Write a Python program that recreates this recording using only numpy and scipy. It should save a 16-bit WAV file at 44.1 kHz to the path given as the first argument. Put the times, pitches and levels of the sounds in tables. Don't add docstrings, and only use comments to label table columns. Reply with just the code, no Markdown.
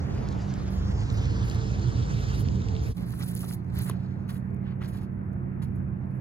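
import sys
import numpy as np
from scipy import signal
from scipy.fft import rfft, irfft, next_fast_len
from scipy.io import wavfile
from scipy.ndimage import uniform_filter1d, map_coordinates

SR = 44100
rng = np.random.default_rng(int(sys.argv[2]) if len(sys.argv) > 2 else 0)


def waveform_to_disk(signal):
    frames = np.transpose(np.atleast_2d(signal))
    scaled = np.clip(frames, -1, 1) * 32767
    samples = np.round(scaled).astype(np.int16)
    wavfile.write(sys.argv[1], SR, samples)


N = 273488
JOIN_S = 2.938

# (frequency [Hz], level [dB])
GRASS_SPECTRUM = [(3000, -20.5), (5000, -10), (7000, -2.5), (9000, 4.5), (10500, 5.5), (12500, 4.5),
                  (14000, 2.5), (15500, -4)]
GRIT_SPECTRUM = [(1800, -11.5), (2600, 0), (4000, 5.5), (6000, -2.5), (8500, -8)]
# (frequency [Hz], left lead [rad])
FAR_PHASE = [(60, -.1), (200, -.4), (350, .6), (750, 2.2), (1500, 2.7), (5000, 2.8), (8700, 3.14),
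             (11200, 0), (13500, -3.14), (15800, -6.28)]
# (frequency [Hz], left minus right [dB])
FAR_BALANCE = [(30, -0.5), (60, -0.5), (130, -6.5), (200, -7), (380, -2), (700, 1), (2400, -0.5),
               (5000, 1.5), (8000, 2)]


def passing_engine():
    # (time [s], frequency [Hz], level [dB])
    firing = [(.8, 50.5, -37), (1.1, 53, -37), (1.3, 55.5, -38), (1.55, 58.5, -41.5), (1.9, 59, -42),
              (2.3, 56.5, -39.5), (2.6, 55, -45), (2.92, 54.5, -40)]
    # (multiple of the firing frequency, relative level [dB])
    orders = [(1, 4), (1.5, 3.5), (3, -9.5), (4, -18)]
    # (time [s], level [dB])
    crests = [(.8, -32), (1.0, -27), (1.3, -29.5), (1.6, -28), (2, -28.5), (2.4, -33), (2.92, -37)]
    # (time [s], rate [Hz])
    lope_rate = [(.8, 6.4), (1.12, 6.3), (1.2, 7.3), (2.92, 7.3)]
    lope_depth_db, crest_s = 14, 1.856
    hz, db = curves(firing)
    steady = amp(db) * tones(hz, orders, waver_db=0.4, drift_rad=0.53, rate=6.95)
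    cycles = np.cumsum(curves(lope_rate)[0]) / SR
    lope_db = -lope_depth_db * np.sin(np.pi * (cycles - cycles[round(crest_s * SR)])) ** 2
    throb = tones(hz, [(2, 0.0089)], waver_db=1.0, drift_rad=0.31, rate=4.03)
    throb *= amp(curves(crests)[0] + lope_db)
    return window(firing[0][0], JOIN_S, 0.11) * steady + window(crests[0][0], JOIN_S, 0.081) * throb


def tyres():
    # (time [s], level [dB])
    hiss_levels = [(0, -53.5), (.3, -54), (.6, -52.5), (.85, -50.5), (1.1, -48), (1.5, -45.5), (1.8, -48),
                   (2.1, -46), (2.3, -44), (2.5, -51), (2.92, -50)]
    # (frequency [Hz], level [dB])
    hiss_spectrum = [(500, -8), (1000, 7.5), (2200, 0), (3500, -1), (5000, -1), (7000, -5), (8500, -22.5),
                     (11000, -36)]
    tick_spectrum = [(2000, 0.5), (8000, -2.0)]
    # (time [s], level [dB], centre frequency [Hz])
    impacts = [(.2074, -43, 3550), (0.2877, -36.5, 6000), (.3277, -43, 6000), (.4194, -54, 6440),
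               (.4813, -48, 5000), (0.5392, -36.5, 5400), (1.0071, -40, 4950), (1.1014, -31.5, 4700),
               (1.255, -38, 4880), (1.3673, -46, 3660), (1.4287, -37, 4100), (1.4985, -30, 4600),
               (1.5125, -34, 4300), (1.547, -36, 4200), (1.7959, -39, 3900), (1.884, -38, 4200),
               (2.4857, -32, 3480), (2.5566, -46, 4200), (2.6194, -35.5, 3760), (2.6853, -35, 3500),
               (2.7511, -39, 3600), (2.7646, -33, 3600), (2.8365, -42, 3500), (2.8669, -48, 3400)]
    hiss = unit(road_ports(noise(), hiss_spectrum, patchy_db=2.0, size=512))
    ticks = road_ports(puffs(impacts, t60=0.0076), tick_spectrum, patchy_db=2.5, size=128)
    return window(0, JOIN_S) * amp(curves(hiss_levels)[0] + 1.1 * wobble(60)) * hiss + ticks


def far_engine():
    # (time [s], frequency [Hz])
    shaft = [(2.96, 11.22), (3.6, 11.2), (3.98, 11.6), (4.2, 11.88), (4.5, 11.92), (6.2, 11.92)]
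    # (time [s], level [dB])
    levels = [(2.96, -38.5), (3.5, -40), (3.9, -39.5), (4.4, -38), (5, -38.5), (5.6, -40.5), (6.2, -39.5)]
    # (multiple of the shaft frequency, relative level [dB])
    orders = [(8, -5.5), (9, -9), (10, -16), (11, 1.5), (12, -19), (13, -8.5), (15, -13.5), (16, -0.6),
              (17, -12), (19, -11), (27, -22)]
    drone = tones(curves(shaft)[0], orders, waver_db=1.18, drift_rad=0.25, rate=5.0)
    return window(JOIN_S, 7) * amp(curves(levels)[0]) * drone


def walker():
    # (start [s], rise before it [s], hold [s], grass [dB], grit [dB], thud [dB])
    moves = [(0.707, .02, 0.067, -64.5, -80, -80), (1.124, .01, 0.098, -67.5, -80, -80.5),
             (1.458, 0.054, .09, -62, -78, -80), (2.11, .06, 0.27, -68, -82, -80),
             (2.348, .02, .04, -60.5, -80, -80), (2.391, .01, 0.019, -52.5, -82, -80),
             (2.838, 0.049, 0.14, -61, -78, -80), (2.968, .01, 0.071, -63, -60.5, -56.5),
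             (3.064, 0.017, 0.48, -55.5, -61.5, -61), (3.206, 0.04, 0.011, -54.5, -53, -47.5),
             (3.225, 0.015, .01, -48, -49, -53), (3.261, .01, 0.0071, -51.5, -57, -70),
             (3.281, 0.015, 0.01, -43, -52, -71), (3.367, .015, 0.011, -43.5, -49.5, -60),
             (3.406, .012, 0.01, -45.5, -51, -60), (3.431, .01, 0.016, -53, -61, -55),
             (3.485, .02, 0.015, -47.5, -53.5, -56), (3.52, .015, 0.016, -45.5, -57, -60),
             (3.774, 0.077, 0.038, -52, -51.5, -49), (3.825, .02, 0.02, -45, -60, -64),
             (3.861, .012, .03, -46.5, -56, -47), (3.898, 0.0055, 0.032, -63, -65, -53.5),
             (4.292, 0.011, 0.013, -55, -54, -49.5), (4.328, .015, 0.044, -57, -66, -59),
             (4.676, .08, 0.012, -88, -75, -54.5), (4.708, .02, .008, -89, -76, -54),
             (4.817, 0.0206, 0.012, -69.5, -64, -48.5), (4.836, .01, 0.027, -65, -60.5, -55),
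             (4.88, .012, 0.018, -54.5, -64, -64), (4.931, 0.022, 0.056, -66, -61.5, -58.5),
             (5.017, .02, 0.022, -68, -64, -60), (5.623, .01, 0.016, -60.5, -61.5, -54.5),
             (5.753, 0.0068, .008, -69.5, -81, -74.5), (6.02, .04, 0.017, -90, -81.5, -68),
             (6.107, 0.012, 0.01, -77.5, -79, -72), (6.151, .01, .04, -78.5, -89, -74)]
    # (frequency [Hz], level [dB])
    thud_spectrum = [(500, -3), (900, 4.5), (1500, 3.5), (2300, -2.5), (3200, -6), (4500, -13.5)]
    release_db_per_s, settle_db = 550, -17
    power = np.zeros((3, N))
    power[0] = amp(np.where(np.arange(N) < JOIN_S * SR, -77, -86.5) + 2.5 * wobble(6.5)) ** 2
    power[1] = amp(-89.5) ** 2
    for start, rise, hold, *dbs in moves:
        power += (amp(dbs)[:, None] * envelope(start, rise, hold, release_db_per_s)) ** 2
        trickle = amp(dbs[1] + settle_db) * envelope(start, rise, hold, fall_db_per_s=120.5)
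        power[1] += trickle ** 2
    whish = dict(start=4, rise=0.9, hold=0.08)
    power[1:] += (amp(-73) * envelope(**whish, fall_db_per_s=release_db_per_s)) ** 2
    power[1] += (amp(-68.5) * envelope(**whish, fall_db_per_s=44.5)) ** 2
    grass, grit, thud = np.sqrt(power)
    return (grass * crackle(GRASS_SPECTRUM, spiky_db=2.0, rate=320)
            + grit * crackle(GRIT_SPECTRUM, spiky_db=1.5, rate=300)
            + thud * crackle(thud_spectrum, spiky_db=0.0, rate=180))


def stalk_snaps():
    # (time [s], low level [dB], bright level [dB])
    fractures = [(1.1255, -46, -45.5), (1.498, -50, -56), (2.359, -46, -39.5), (3.2086, -44, -41),
                 (3.262, -54, -41), (3.3518, -38, -21), (3.3623, -54, -35.5), (3.377, -44, -28),
                 (3.408, -50, -40.5), (3.526, -42, -32.5), (3.5468, -52, -41), (3.6468, -50, -58.5),
                 (3.879, -45, -36.5), (3.889, -44, -41.5), (3.897, -33, -22.5), (3.8995, -38, -37),
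                 (4.281, -47, -52.5), (4.2948, -44, -49), (4.33, -54, -45.5), (4.38, -54, -55),
                 (4.5043, -52.5, -60.5), (4.546, -60, -48.5), (4.565, -48, -65), (4.8165, -50, -63),
                 (4.823, -50, -63), (4.8486, -47, -54.5), (4.8847, -47, -42), (4.9077, -58, -51.5),
                 (4.9329, -52, -57.5), (4.9485, -50, -56), (4.9788, -55, -46.5), (5.0182, -53, -60),
                 (5.034, -60.5, -56.5), (5.1434, -68, -68), (5.3316, -57, -52.5), (5.338, -58, -65),
                 (5.623, -56, -57), (5.764, -68.5, -59), (6.153, -66, -60.5)]
    times, low_db, bright_db = np.transpose(fractures)
    low = puffs(zip(times, low_db), t60=.004)
    bright = puffs(zip(times, bright_db), t60=.004)
    return near_ports(bright, GRASS_SPECTRUM, size=128) + near_ports(low, GRIT_SPECTRUM, size=128)


def disc_ring():
    # (frequency [Hz], relative level [dB], 60 dB decay time [s])
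    modes = [(415, -4.5, 0.028), (1040, 0, 0.016), (1510, -8.5, .008), (2330, -11, 0.0053),
             (3600, -10, 0.0062)]
    fling_s, attack_s = 3.897, 0.0013
    t = np.arange(SR // 10) / SR
    ring = np.zeros(N)
    for hz, db, t60 in modes:
        phase = 2 * np.pi * hz * t + .07 * np.cumsum(rng.standard_normal(len(t)))
        decay = amp(db - 60 * t / t60) * (1 - np.exp(-t / attack_s))
        ring[round(fling_s * SR):][:len(t)] += decay * np.sin(phase)
    return amp(-24.5) * ring


def clod_knocks():
    # (time [s], level [dB], centre frequency [Hz])
    impacts = [(3.137, -45, 1170), (3.21, -47.5, 1300), (3.233, -44, 1100), (3.432, -43, 950),
               (3.439, -41, 940), (3.509, -45, 1300), (3.911, -47.5, 2190), (4.819, -45.5, 1900),
               (4.826, -45.5, 2070), (4.845, -48, 1900)]
    return puffs(impacts, t60=.02)[0]


def traffic_tones():
    # (start [s], end [s], first frequency [Hz], last frequency [Hz], level [dB])
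    hums = [(0.33, 0.836, 193, 189, -37.5), (1.19, 2.78, 190, 189, -44), (1.144, 1.9, 455, 443, -51.5),
            (2.647, 2.93, 443, 444, -49), (2.4, 2.92, 460, 450, -58.5), (1.875, 3.06, 74, 85, -41),
            (1.42, 2.08, 339, 334, -50), (3.35, 3.65, 355, 355, -58.5), (4.7, 6.05, 356, 355, -56.5)]
    sound = np.zeros(N)
    for start, end, first_hz, last_hz, db in hums:
        hz, = curves([(start, first_hz), (end, last_hz)])
        gate = window(start, end, edge_s=0.13) * window(-1, JOIN_S if start < JOIN_S else 7)
        sound += gate * amp(db) * tones(hz, [(1, 0.00087)], waver_db=3.0, drift_rad=0.99, rate=12.0)
    return sound


def far_traffic():
    # (time [s], rumble level [dB], wash level [dB])
    levels = [(0, -28.5, -39.5), (.4, -31, -41), (.8, -29.5, -42.5), (1.2, -29.5, -42.5),
              (1.7, -29.5, -43.5), (2.4, -28, -45.5), (2.92, -26, -46), (2.96, -32, -47), (3.3, -35, -47.5),
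              (3.65, -38.5, -48), (3.75, -34.5, -45.5), (4, -38.5, -46), (4.6, -40, -47), (5.1, -40, -47.5),
              (5.6, -34, -47), (6.2, -40, -47)]
    # (frequency [Hz], level [dB])
    rumble_spectra = [
        [(15, -44.5), (25, -19.5), (46, -5.5), (80, -5.5), (105, -4.5), (118, -7), (136, -4), (156, -15.5),
         (193, -11), (225, -20.5), (300, -22), (447, -26.5), (500, -31), (650, -44.5), (1100, -120)],
        [(15, -56.5), (25, -30), (43, -8.5), (102, -2), (134, -8.5), (156, -7), (188, -9.5), (248, -15.5),
         (356, -25), (500, -35), (650, -60), (1100, -120)],
    ]
    wash_spectra = [
        [(150, -27), (250, -4.5), (350, -8.5), (500, -14), (800, -12.5), (1300, -22), (1800, -25.5),
         (2500, -33.5), (3300, -55), (4500, -53), (11000, -55), (15500, -66.5)],
        [(150, -33), (250, -5), (350, -7.5), (500, -15), (800, -16), (1300, -22), (1800, -25), (2500, -33),
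         (3300, -51.5), (4500, -61), (9000, -61), (11000, -59.5), (15500, -66.5)],
    ]
    # (frequency [Hz], coherence [0-1])
    coherence = [(60, 0.87), (130, 0.93), (350, 0.11), (750, 0.71), (1500, 0.18), (3000, 0.22),
                 (7000, 0.83), (9000, 1)]
    far = (coherence, FAR_PHASE, FAR_BALANCE)
    rumbles = [unit(ports(noise(), s, *far, patchy_db=1.4, size=4096)) for s in rumble_spectra]
    washes = [unit(ports(noise(), s, *far, patchy_db=1.5)) for s in wash_spectra]
    rumble_db, wash_db = curves(levels)
    first_moment = np.arange(N) < JOIN_S * SR
    return (amp(rumble_db + 1.2 * wobble(7.11)) * np.where(first_moment, *rumbles)
            + amp(wash_db + 0.25 * wobble(8.2)) * np.where(first_moment, *washes))


def wind():
    # (time [s], level [dB])
    levels = [(0, -37), (.8, -34.5), (1.4, -38.5), (2.15, -45.5), (2.43, -47), (2.6, -44), (2.9, -30),
              (2.98, -57), (3.1, -42), (3.4, -54), (3.66, -43), (3.75, -35.5), (3.9, -48), (4.4, -46),
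              (4.9, -40), (5.3, -55.5), (5.7, -44.5), (6.2, -51)]
    # (frequency [Hz], level [dB])
    spectrum = [(20, -23.5), (35, -9.5), (55, -0.5), (75, -4.5), (110, -20.5), (200, -50.5)]
    gust = ports(noise(), closed(spectrum), [(30, 0.6), (80, .88)], FAR_PHASE, FAR_BALANCE, size=4096)
    return amp(curves(levels)[0] + 2 * wobble(4.4)) * unit(gust)


def tones(pitch_hz, orders, waver_db, drift_rad, rate):
    phase = 2 * np.pi * np.cumsum(pitch_hz) / SR
    return sum(np.sqrt(2) * amp(db + waver_db * wobble(rate))
               * np.sin(k * phase + drift_rad * wobble(rate) + rng.uniform(0, 2 * np.pi))
               for k, db in orders)


def crackle(spectrum, spiky_db, rate):
    grains = amp(spiky_db * wobble(rate) + 2.0 * wobble(70))
    grains *= 1 + 2.3 * np.clip(wobble(600) - 1.8, 0, None)
    return unit(near_ports(noise() * grains, spectrum, size=256, patchy_db=1.5))


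def puffs(rows, t60):
    attack_s, band_ratio = .00015, 1.42
    out, t = np.zeros((2, N + SR)), np.arange(SR // 50) / SR
    decay = amp(-60 * t / t60) * (1 - np.exp(-t / attack_s))
    for start, db, *centre in rows:
        puff = decay * rng.standard_normal((2, len(t)))
        if centre:
            band = [centre[0] / band_ratio, centre[0] * band_ratio]
            puff = signal.sosfilt(signal.butter(2, band, "band", fs=SR, output="sos"), puff)
        puff *= np.linalg.norm(decay) / np.linalg.norm(puff, axis=1)[:, None]
        out[:, round(start * SR):][:, :len(t)] += amp(db) * puff
    return out[:, :N]


def road_ports(pair, spectrum, patchy_db, size):
    # (time [s], left lag [ms])
    lag = [(0, -0.17), (.2, -0.087), (.5, -0.0037), (.8, 0.081), (1.1, 0.15), (1.5, 0.2), (2, 0.23),
           (2.92, 0.24)]
    # (frequency [Hz], left lead [rad])
    phase = [(260, -12), (780, 4), (1400, 6), (4500, 5.5), (6500, 5)]
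    coherence = [(1000, 0.99), (4000, 0.87), (8000, 0.61)]
    balance = [(700, -5.0), (1500, -4.0), (3500, 1.5), (5500, 0.5), (7500, -2.5)]
    return ports(pair, closed(spectrum), coherence, phase, balance, lag, patchy_db, size)


def near_ports(pair, spectrum, size, patchy_db=0.0):
    # (frequency [Hz], coherence [0-1])
    coherence = [(1000, .6), (2600, .9), (3400, .97), (7000, .8), (8500, .98), (15000, .98)]
    # (frequency [Hz], left lead [rad])
    phase = [(300, .5), (860, 2.3), (1980, 1.5), (2670, 2.9), (3400, 3.14), (4480, 4.2), (5430, 3.8),
             (6720, 5.7), (8500, 3.14), (10800, 0), (11600, -.3), (13300, -3.14), (15800, -6.28)]
    away_phase = [(0, -0.5), (780, 2), (1890, 0.3), (3450, 2.5), (4650, 1.77), (5250, 2.5), (5860, 2.1),
                  (6720, -0.4), (7840, -2.5), (9300, -3), (10500, -7.5), (11500, -5), (12700, -8.8),
                  (14300, -10.0), (15300, -13), (16600, -13.5)]
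    # (frequency [Hz], left minus right [dB])
    balance = [(2500, 1.5), (5000, -5), (7000, 0), (9000, 0)]
    return ports(pair, closed(spectrum), coherence, phase, balance,
                 patchy_db=patchy_db, size=size, away_phase=away_phase)


def ports(pair, spectrum, coherence, phase, balance, lag_ms=((0, 0),), patchy_db=0.0, size=1024,
          away_phase=None):
    step_away_s = 3.875
    hz, t, (common, side) = signal.stft(pair, SR, nperseg=size)
    patches = uniform_filter1d(rng.standard_normal(common.shape), size=8, axis=0)
    patches = uniform_filter1d(patches, size=6, axis=1)
    gain = amp(along(spectrum, hz) + patchy_db * unit(patches))
    mix = np.arccos(np.clip(along(coherence, hz), 0, 1)) / 2
    lag_s = np.interp(t, *np.transpose(lag_ms)) / 1000
    radians = np.where(t < step_away_s, along(phase, hz), along(away_phase or phase, hz))
    lead = np.exp(.5j * (radians - 2 * np.pi * hz[:, None] * lag_s))
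    tilt = amp(along(balance, hz) / 2)
    left = (np.cos(mix) * common + np.sin(mix) * side) * lead * tilt
    right = (np.cos(mix) * common - np.sin(mix) * side) / lead / tilt
    return signal.istft(np.array([left, right]) * gain, SR, nperseg=size)[1][:, :N]


def amp(db):
    return 10 ** (np.asarray(db) / 20)


def unit(x):
    return x / np.sqrt(np.mean(np.abs(x) ** 2) + 1e-20)


def along(points, hz):
    f, values = np.transpose(points)
    return np.interp(np.log(hz + 1), np.log(f + 1), values)[:, None]


def closed(points):
    return [(points[0][0] / 2, points[0][1] - 40), *points, (points[-1][0] * 1.8, points[-1][1] - 40)]


def curves(rows):
    times, *columns = np.transpose(rows)
    return [np.interp(np.arange(N) / SR, times, column) for column in columns]


def window(start, end, edge_s=0.027):
    t = np.arange(N) / SR
    return np.clip(np.minimum(t - start, end - t) / edge_s + 1, 0, 1)


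def envelope(start, rise, hold, fall_db_per_s):
    t = np.arange(N) / SR - start
    return np.clip(t / rise + 1, 0, 1) ** 2 * amp(-fall_db_per_s * np.clip(t - hold, 0, 3))


def wobble(rate):
    return map_coordinates(rng.standard_normal(int(N * rate / SR) + 4), [np.arange(N) * rate / SR])


def noise():
    return rng.standard_normal((2, N))


def scene():
    silence = np.zeros(N)
    engines = ports([far_engine() + passing_engine() + traffic_tones(), silence], [(100, 0.97)],
                    coherence=[(100, 0.87)], phase=FAR_PHASE, balance=FAR_BALANCE, size=4096)
    field = engines + far_traffic() + wind() + tyres() + walker() + stalk_snaps()
    impacts = ports([disc_ring() + clod_knocks(), silence], [(1000, 0.0031)],
                    coherence=[(1000, 0.88)], phase=[(1000, 0.59)], balance=[(1000, 0)])
    return field + amp(3.5) * impacts


def record(dry):
    fade_out_s, fade_in_s = 0.029, 0.041
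    bass_cut_hz, top_hz = 51.5, 15900
    t = np.arange(N) / SR - JOIN_S
    faded = dry * np.clip(np.where(t < 0, -t / fade_out_s, t / fade_in_s), .04, 1)
    thinned = signal.sosfilt(signal.butter(3, bass_cut_hz, "high", fs=SR, output="sos"), faded)
    size = next_fast_len(N + SR // 2)
    passband = np.fft.rfftfreq(size, 1 / SR) < top_hz
    return irfft(rfft(thinned, size) * passband, size)[:, :N]


dry = scene()
out = record(dry)
waveform_to_disk(out)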